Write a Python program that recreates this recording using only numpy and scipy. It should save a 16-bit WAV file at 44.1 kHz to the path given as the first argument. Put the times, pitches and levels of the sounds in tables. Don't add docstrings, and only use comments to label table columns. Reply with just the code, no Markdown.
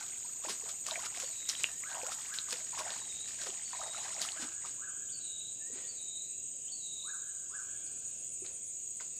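import sys
import numpy as np
from scipy import signal
from scipy.fft import rfft, irfft, next_fast_len
from scipy.io import wavfile
from scipy.ndimage import uniform_filter1d, map_coordinates

SR = 44100
rng = np.random.default_rng(int(sys.argv[2]) if len(sys.argv) > 2 else 0)


def generate_wav(signal):
    frames = np.transpose(np.atleast_2d(signal))
    scaled = np.clip(frames, -1, 1) * 32767
    pcm = np.round(scaled).astype(np.int16)
    wavfile.write(sys.argv[1], SR, pcm)


N = 405279

# (start [s], length [s], gurgle level [dB], spray level [dB])
BOOT_STRIDES = [(0, 0.016, -50, -54.5), (.255, 0.013, -51, -68), (0.437, 0.049, -49.5, -56.5),
                (0.628, 0.087, -56.5, -66), (0.878, 0.17, -47, -55), (1.153, 0.073, -51.5, -53.5),
                (1.5, 0.2, -59.5, -57), (1.901, 0.2, -46.5, -58), (2.184, 0.087, -62, -59),
                (2.486, 0.11, -56.5, -54), (2.74, 0.12, -44, -60), (2.874, .11, -50.5, -55.5),
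                (3.282, 0.018, -69, -53), (3.387, .11, -50.5, -57), (3.715, 0.18, -49.5, -57.5),
                (3.933, 0.2, -51, -57.5), (4.16, .12, -52.5, -59), (4.352, 0.12, -52, -64.5),
                (4.625, .03, -47.5, -64)]
# (frequency [Hz], level [dB per Hz])
SPRAY_COLOUR = [(80, -17), (200, -2.5), (500, -10), (1200, -1), (2500, 1.5), (5000, 6), (8000, 5.5),
                (11000, -8), (15500, -18.5)]
# (frequency [Hz], time to die by 60 dB [s])
BANK_DECAY = [(200, 0.29), (1500, 0.23), (5000, 0.15), (12000, 0.32)]

STILL_S, SETTLE_S = 4.8, 0.27


def amp(db):
    return 10 ** (np.asarray(db) / 20)


def unit(x):
    return x / np.sqrt(np.mean(x ** 2) + 1e-20)


def along(points, hz):
    f, v = np.transpose(points)
    return np.interp(np.log(hz + 1), np.log(f + 1), v)


def curves(rows, at):
    places, *columns = np.transpose(rows)
    return [np.interp(at, places, column) for column in columns]


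def clock():
    return np.arange(N) / SR


def wobble(rate):
    points = rng.standard_normal(int(N * rate / SR) + 4)
    return map_coordinates(points, [clock() * rate])


def filtered(x, response):
    size = next_fast_len(N + SR // 2)
    hz = np.fft.rfftfreq(size, 1 / SR)
    return irfft(rfft(x, size) * response(hz), size)[:N]


def coloured(x, spectrum):
    return unit(filtered(x, lambda hz: amp(along(spectrum, hz))))


def tone(hz):
    return np.sqrt(2) * np.sin(2 * np.pi * np.cumsum(hz) / SR)


def echo(x, decay):
    hz, t, z = signal.stft(rng.standard_normal(SR), SR, nperseg=256)
    fade = amp(-60 * t / along(decay, hz)[:, None])
    tail = signal.istft(z * fade, SR, nperseg=256)[1]
    late = tail * (np.arange(len(tail)) > SR // 300)
    return unit(signal.fftconvolve(x, late)[:N]) * np.std(x)


def wading():
    water = stirred_water() + splashes() + plops_and_drops()
    return water + amp(-10.5) * echo(water, BANK_DECAY)


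def stirred_water():
    _, _, gurgle_db, spray_db = np.transpose(BOOT_STRIDES)
    stirred = churn(gurgle_db, t60=0.3, trail_db=-7.5, trail_t60=1.0)
    sprayed = churn(spray_db, t60=0.3, trail_db=-6, trail_t60=3.5)
    gurgling = froth(count=1400, low_hz=563, high_hz=1843, cycles=5.94, spread_db=25, size=2000)
    fizzing = froth(count=2400, low_hz=1600, high_hz=7000, cycles=3, spread_db=32, size=500)
    gurgle = stirred * amp(-4.5) * gurgling
    fizz = sprayed * amp(1) * fizzing
    flicker = amp(3.4 * wobble(400))
    wash = sprayed * amp(4.5) * coloured(rng.standard_normal(N) * flicker, SPRAY_COLOUR)
    moving = np.clip((STILL_S - clock()) / SETTLE_S, 0, 1)
    return moving * (gurgle + fizz + wash)


def churn(levels_db, t60, trail_db, trail_t60):
    push_s = 0.023
    t, power = clock()[::50], 0
    for (start, length, *_), db in zip(BOOT_STRIDES, levels_db):
        push = np.clip((t - start) / push_s + 1, 0, 1) ** 2
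        after = np.maximum(t - start - length, 0)
        settling = amp(db - 60 * after / t60)
        trail = amp(db + trail_db - 60 * after / trail_t60)
        power = power + (push * np.maximum(settling, trail)) ** 2
    return np.interp(clock(), t, np.sqrt(power))


def froth(count, low_hz, high_hz, cycles, spread_db, size):
    when, pitch, level = rng.random((count, 3)).T
    hz = low_hz * (high_hz / low_hz) ** pitch
    swarm = rings(when * STILL_S, hz, spread_db * level, cycles, 0.103, size)
    return unit(swarm) * np.sqrt(STILL_S * SR / N)


def rings(s, hz, db, cycles, glide, size):
    t = np.arange(size) / SR
    age = t * hz[:, None] / cycles
    swing = np.sin(2 * np.pi * cycles * age * (1 + glide * age / 2))
    wave = swing * np.exp(-age) * (1 - np.exp(-8 * age))
    where = np.round(np.abs(s) * SR).astype(int)[:, None] + np.arange(size)
    return np.bincount(where.ravel(), (amp(db)[:, None] * wave).ravel(), N)[:N]


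def splashes():
    # (time [s], level [dB], rise [s], time to die by 60 dB [s], share of dull slosh [0-1])
    sheets = [(0.496, -36, 0.0092, 0.22, 0.06), (0.691, -42, 0.0029, 0.13, 0.1),
              (0.864, -38.5, 0.0011, 0.036, .1), (.885, -44.5, 0.027, 0.29, 0.06),
              (1.059, -38, 0.011, 0.064, 0.17), (1.175, -48, 0.0096, 0.048, 0.2),
              (1.201, -44.5, .001, 0.14, 0.16), (1.491, -33.5, 0.0029, 0.12, 0),
              (1.599, -46, 0.0046, 0.2, 0.33), (2.117, -40.5, 0.0071, 0.18, 0), (2.34, -43, 0.004, 0.3, 0),
              (2.528, -29.5, 0.0036, 0.035, 0.1), (2.792, -37.5, 0.009, 0.12, 0.1),
              (2.905, -43.5, 0.006, 0.072, 0.8), (3.414, -43.5, 0.0036, 0.12, 0.13),
              (3.467, -42, 0.0065, 0.091, 0.3), (3.875, -58, 0.012, 0.098, 0.8),
              (4.039, -47.5, 0.0089, 0.4, 0.4), (4.217, -36.5, 0.0082, 0.29, 0),
              (4.424, -41, 0.02, 0.19, 0.3), (4.66, -49.5, 0.011, 0.36, 0.28), (5.76, -54, 0.032, 0.86, 1),
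              (8.446, -57, 0.0052, 0.52, 1), (9.006, -53, 0.004, 0.27, .5)]
    # (frequency [Hz], level [dB per Hz])
    slosh_colour = [(80, -11), (200, -9), (400, 11.5), (1000, 0.5), (2500, 4.5), (5000, 2), (9000, -30),
                    (15500, -73)]
    t = clock()
    patter = rng.standard_normal(N) * amp(1.75 * wobble(900))
    bright, dull = coloured(patter, SPRAY_COLOUR), coloured(patter, slosh_colour)
    splash = np.zeros(N)
    for s, db, rise, t60, slosh in sheets:
        on = np.abs(t - s) < .5
        decay_db = -60 * np.maximum(t[on] - s, 0) / t60
        rise_db = -10 * np.clip((s - t[on]) / rise, 0, 20)
        mix = bright[on] + np.clip(slosh, 0, 1) * (dull[on] - bright[on])
        splash[on] += amp(db + decay_db + rise_db) * mix
    return splash


def plops_and_drops():
    # (time [s], pitch [Hz], level before the common gain [dB])
    air_pockets = [(.448, 580, -37.5), (0.451, 850, -38), (.47, 317, -44.5), (.485, 1000, -34.5),
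                   (.495, 403, -42), (0.499, 213, -48.5), (.635, 430, -46), (0.886, 1095, -33.5),
                   (.917, 884, -37), (.957, 2180, -26), (.96, 1830, -37), (.976, 657, -37),
                   (1.065, 1260, -37), (1.234, 510, -41), (1.837, 2010, -32.5), (1.953, 980, -37),
                   (1.971, 717, -38), (2.032, 496, -37.5), (2.064, 1310, -36), (2.119, 1240, -34.5),
                   (2.485, 1120, -40), (2.53, 478, -43.5), (2.776, 1030, -34.5), (2.792, 2200, -33),
                   (2.809, 920, -34), (3.466, 495, -44.5), (3.489, 370, -45), (3.733, 976, -36),
                   (3.815, 1184, -34), (3.862, 810, -39.5), (3.876, 616, -43), (3.947, 1275, -36),
                   (4.209, 680, -43.5), (4.25, 1220, -35.5), (4.395, 305, -48), (4.426, 244, -44.5),
                   (4.444, 285, -46), (4.643, 866, -43.5), (4.65, 1134, -42), (5.701, 437, -48.5),
                   (5.729, 251, -51), (5.756, 350, -51), (8.421, 361, -43.5), (8.447, 2180, -47),
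                   (9.0, 1990, -42), (9.006, 1400, -42.5), (9.011, 965, -49)]
    # (time [s], pitch [Hz], level before the common gain [dB])
    falling_drops = [(0.8666, 6600, -23.5), (.911, 3730, -25.5), (1.201, 6750, -25), (1.4904, 6560, -21),
                     (1.497, 5340, -20.5), (1.552, 3130, -31.5), (1.6362, 7360, -18.5),
                     (1.642, 2690, -16.5), (1.947, 2700, -39), (2.016, 2500, -38.5), (2.067, 7140, -23),
                     (2.387, 3900, -23), (2.508, 5240, -28), (2.529, 4900, -26), (2.905, 3860, -30.5),
                     (3.504, 3160, -38), (4.1437, 5440, -31.5), (4.195, 3940, -39), (4.2172, 7100, -20.5),
                     (4.217, 4560, -25), (4.224, 3800, -28.5), (4.289, 2900, -31), (4.32, 4223, -31.5),
                     (8.464, 4120, -38.5)]
    plops = amp(2.5) * rings(*np.transpose(air_pockets), cycles=3.38, glide=0.05, size=6000)
    drops = amp(6.5) * rings(*np.transpose(falling_drops), cycles=2.53, glide=0.018, size=500)
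    return plops + drops


def cicadas(count=6):
    # (frequency [Hz], level [dB per Hz])
    main_band = [(5200, -60.5), (5800, -25), (6200, -18), (6500, -7), (6750, 0.5), (7000, -1.5),
                 (7350, -8.5), (7780, -5), (7950, -7), (8350, -13.5), (8620, -20), (9600, -86.5)]
    # (frequency [Hz], level [dB per Hz])
    high_band = [(11500, -65.5), (12800, -12), (13200, 4), (13650, 20.5), (14000, -7), (14400, -29),
                 (15500, -32)]
    chorus = np.zeros(N)
    for spread in rng.uniform(-1, 1, count):
        rate = 380 * amp(3 * spread + 1.5 * wobble(150))
        ticks = np.diff(np.floor(np.cumsum(rate) / SR), prepend=0)
        clicks = ticks * rng.normal(0, 1, N)
        chorus += clicks + amp(0.5) * echo(clicks, BANK_DECAY)
    drone = coloured(chorus, main_band) + amp(-31.0) * coloured(chorus, high_band)
    return amp(-43.5 + 0.24 * wobble(30)) * drone


def triller():
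    # (share of the cycle [0-1], pitch [Hz], relative level [dB])
    chirp = [(0, 7930, -56.5), (.2, 8174, -11), (.36, 8060, -4.5), (.5, 8107, 1), (.6, 8290, -1),
             (.7, 8356, 3), (.85, 8378, -3.5), (1, 8368, -57)]
    cycle = (clock() - .002) * 14.215 % 1
    hz, db = curves(chirp, cycle)
    strength = amp(db + 1.2 * wobble(25) + 2.0 * wobble(200))
    song = unit(strength * tone(hz + 10 * wobble(11) + 30 * wobble(300)))
    held = amp(-57.5 + 3.4 * wobble(27)) * tone(7758 + 25 * wobble(150))
    return amp(-52.0) * song + amp(-55.0) * echo(song, BANK_DECAY) + held


def buzzer():
    height_db, depth_db = -55.5, 48
    start_s, swell_s = 5.68, 0.84
    stop_s, cut_s = 8.69, .04
    t = clock()
    burst = (t - 7.997) / .1155 % 1
    stroke = np.cumsum(130 + 3 * wobble(15)) / SR % 1
    level_db = height_db - depth_db * np.exp(np.minimum((start_s - t) / swell_s, 0))
    singing = np.clip(1 - (t - stop_s) / cut_s, 0, 1)
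    burst_db, = curves([(0, -16), (.2, -14), (.5, -4), (.75, 1), (.93, 1), (1, -16)], burst)
    strokes = unit(np.sin(np.pi * stroke) * tone(9600 - 850 * stroke + 60 * wobble(900)))
    song = singing * amp(level_db + burst_db) * strokes
    return song + amp(-7) * echo(song, BANK_DECAY)


def whooper():
    # (time from its start [s], pitch [Hz], relative level [dB])
    whoop = [(-.01, 910, -28), (.005, 1060, -10.5), (.03, 1363, -7), (.05, 1640, 1.5), (.07, 1700, -9),
             (.09, 1526, 2), (.105, 1120, -13), (.12, 935, -22)]
    # (time [s], level [dB])
    whoop_times = [(-.08, -54), (1.822, -50.5), (2.279, -51.5), (4.331, -51), (4.782, -51.5), (7.041, -51),
                   (7.5, -51.5)]
    return bird(whoop, whoop_times, waver=0.0044, wet_db=-2.5)


def whistler():
    # (time from its start [s], pitch [Hz], relative level [dB])
    whistle = [(-.03, 2900, -6), (-.018, 3450, -7), (-.004, 4500, -38), (.009, 4550, 1), (.045, 4520, -2),
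               (.06, 4300, -20), (.08, 4020, -9), (.12, 3880, -4), (.24, 3820, -2), (.35, 3900, 0),
               (.39, 4080, -16)]
    # (time [s], level [dB])
    whistle_times = [(1.233, -54.5), (2.892, -55.5), (3.65, -55), (5.118, -52), (5.868, -53.5), (6.71, -52)]
    return bird(whistle, whistle_times, waver=.024, wet_db=-4)


def rasper():
    # (time from its start [s], pitch [Hz], relative level [dB])
    rasp = [(0, 5070, -17), (.015, 4835, -1), (.05, 4550, -14), (.08, 4170, -27)]
    # (time [s], level [dB])
    rasp_times = [(7.339, -69), (7.851, -63)]
    return bird(rasp, rasp_times, waver=0.068, wet_db=-1)


def piper():
    # (time from its start [s], pitch [Hz], relative level [dB])
    pipe = [(0, 1770, -36), (.06, 1770, -3.5), (.14, 1922, -3.5), (.23, 1940, -0.5), (.3, 1846, -8)]
    # (time [s], level [dB])
    pipe_times = [(1.658, -65), (5.559, -64.5)]
    return bird(pipe, pipe_times, waver=0.0025, wet_db=-10.5)


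def bird(phrase, calls, waver, wet_db):
    # (frequency [Hz], time to die by 60 dB [s])
    woods_decay = [(500, 1.8), (1600, 1.85), (4000, 1.15), (9000, 0.2)]
    song = np.zeros(N)
    quaver = 1 + waver * wobble(260)
    for s, db in calls:
        t = clock() - s
        on = (t > phrase[0][0]) & (t < phrase[-1][0])
        hz, shape_db = curves(phrase, t[on])
        song[on] += amp(db + shape_db) * tone(hz * quaver[on])
    direct = amp(-3.0 + 2.7 * wobble(45)) * song
    return direct + echo(song, BANK_DECAY) + amp(wet_db) * echo(song, woods_decay)


def high_insect():
    fade_s, fade_db_per_s = 2.4, 27
    level_db = -67 - fade_db_per_s * np.maximum(clock() - fade_s, 0)
    return amp(level_db) * unit(amp(3.9 * wobble(300)) * tone(13050 + 260 * wobble(1200)))


def pond_air():
    # (frequency [Hz], level [dB per Hz])
    murmur = [(20, -20.5), (40, -19.5), (70, 4.5), (115, 5.5), (200, 1.5), (400, 0.5), (650, -2),
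              (900, -14.5), (1400, -19), (2000, -14.5), (2700, -2.5), (4000, -7.5), (5500, -8), (9000, -38),
              (11000, -63)]
    breeze = patchy(depth_db=3.3)
    return amp(-63.0 + 0.9 * wobble(2.837)) * coloured(breeze, murmur)


def patchy(depth_db):
    hz, _, z = signal.stft(rng.standard_normal(N), SR, nperseg=512)
    across_pitch = uniform_filter1d(rng.standard_normal(z.shape), size=4, axis=0)
    field = unit(uniform_filter1d(across_pitch, size=32, axis=1))
    gain = amp(depth_db * field * (hz[:, None] > 700))
    return signal.istft(z * gain, nperseg=512)[1][:N]


def scene():
    insects = cicadas() + triller() + buzzer() + high_insect()
    birds = whooper() + whistler() + rasper() + piper()
    mono = wading() + insects + birds + pond_air()
    return np.array([mono, mono])


def record(dry):
    top_hz = 15600
    return np.array([filtered(channel, lambda hz: hz < top_hz) for channel in dry])


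dry = scene()
out = record(dry)
generate_wav(out)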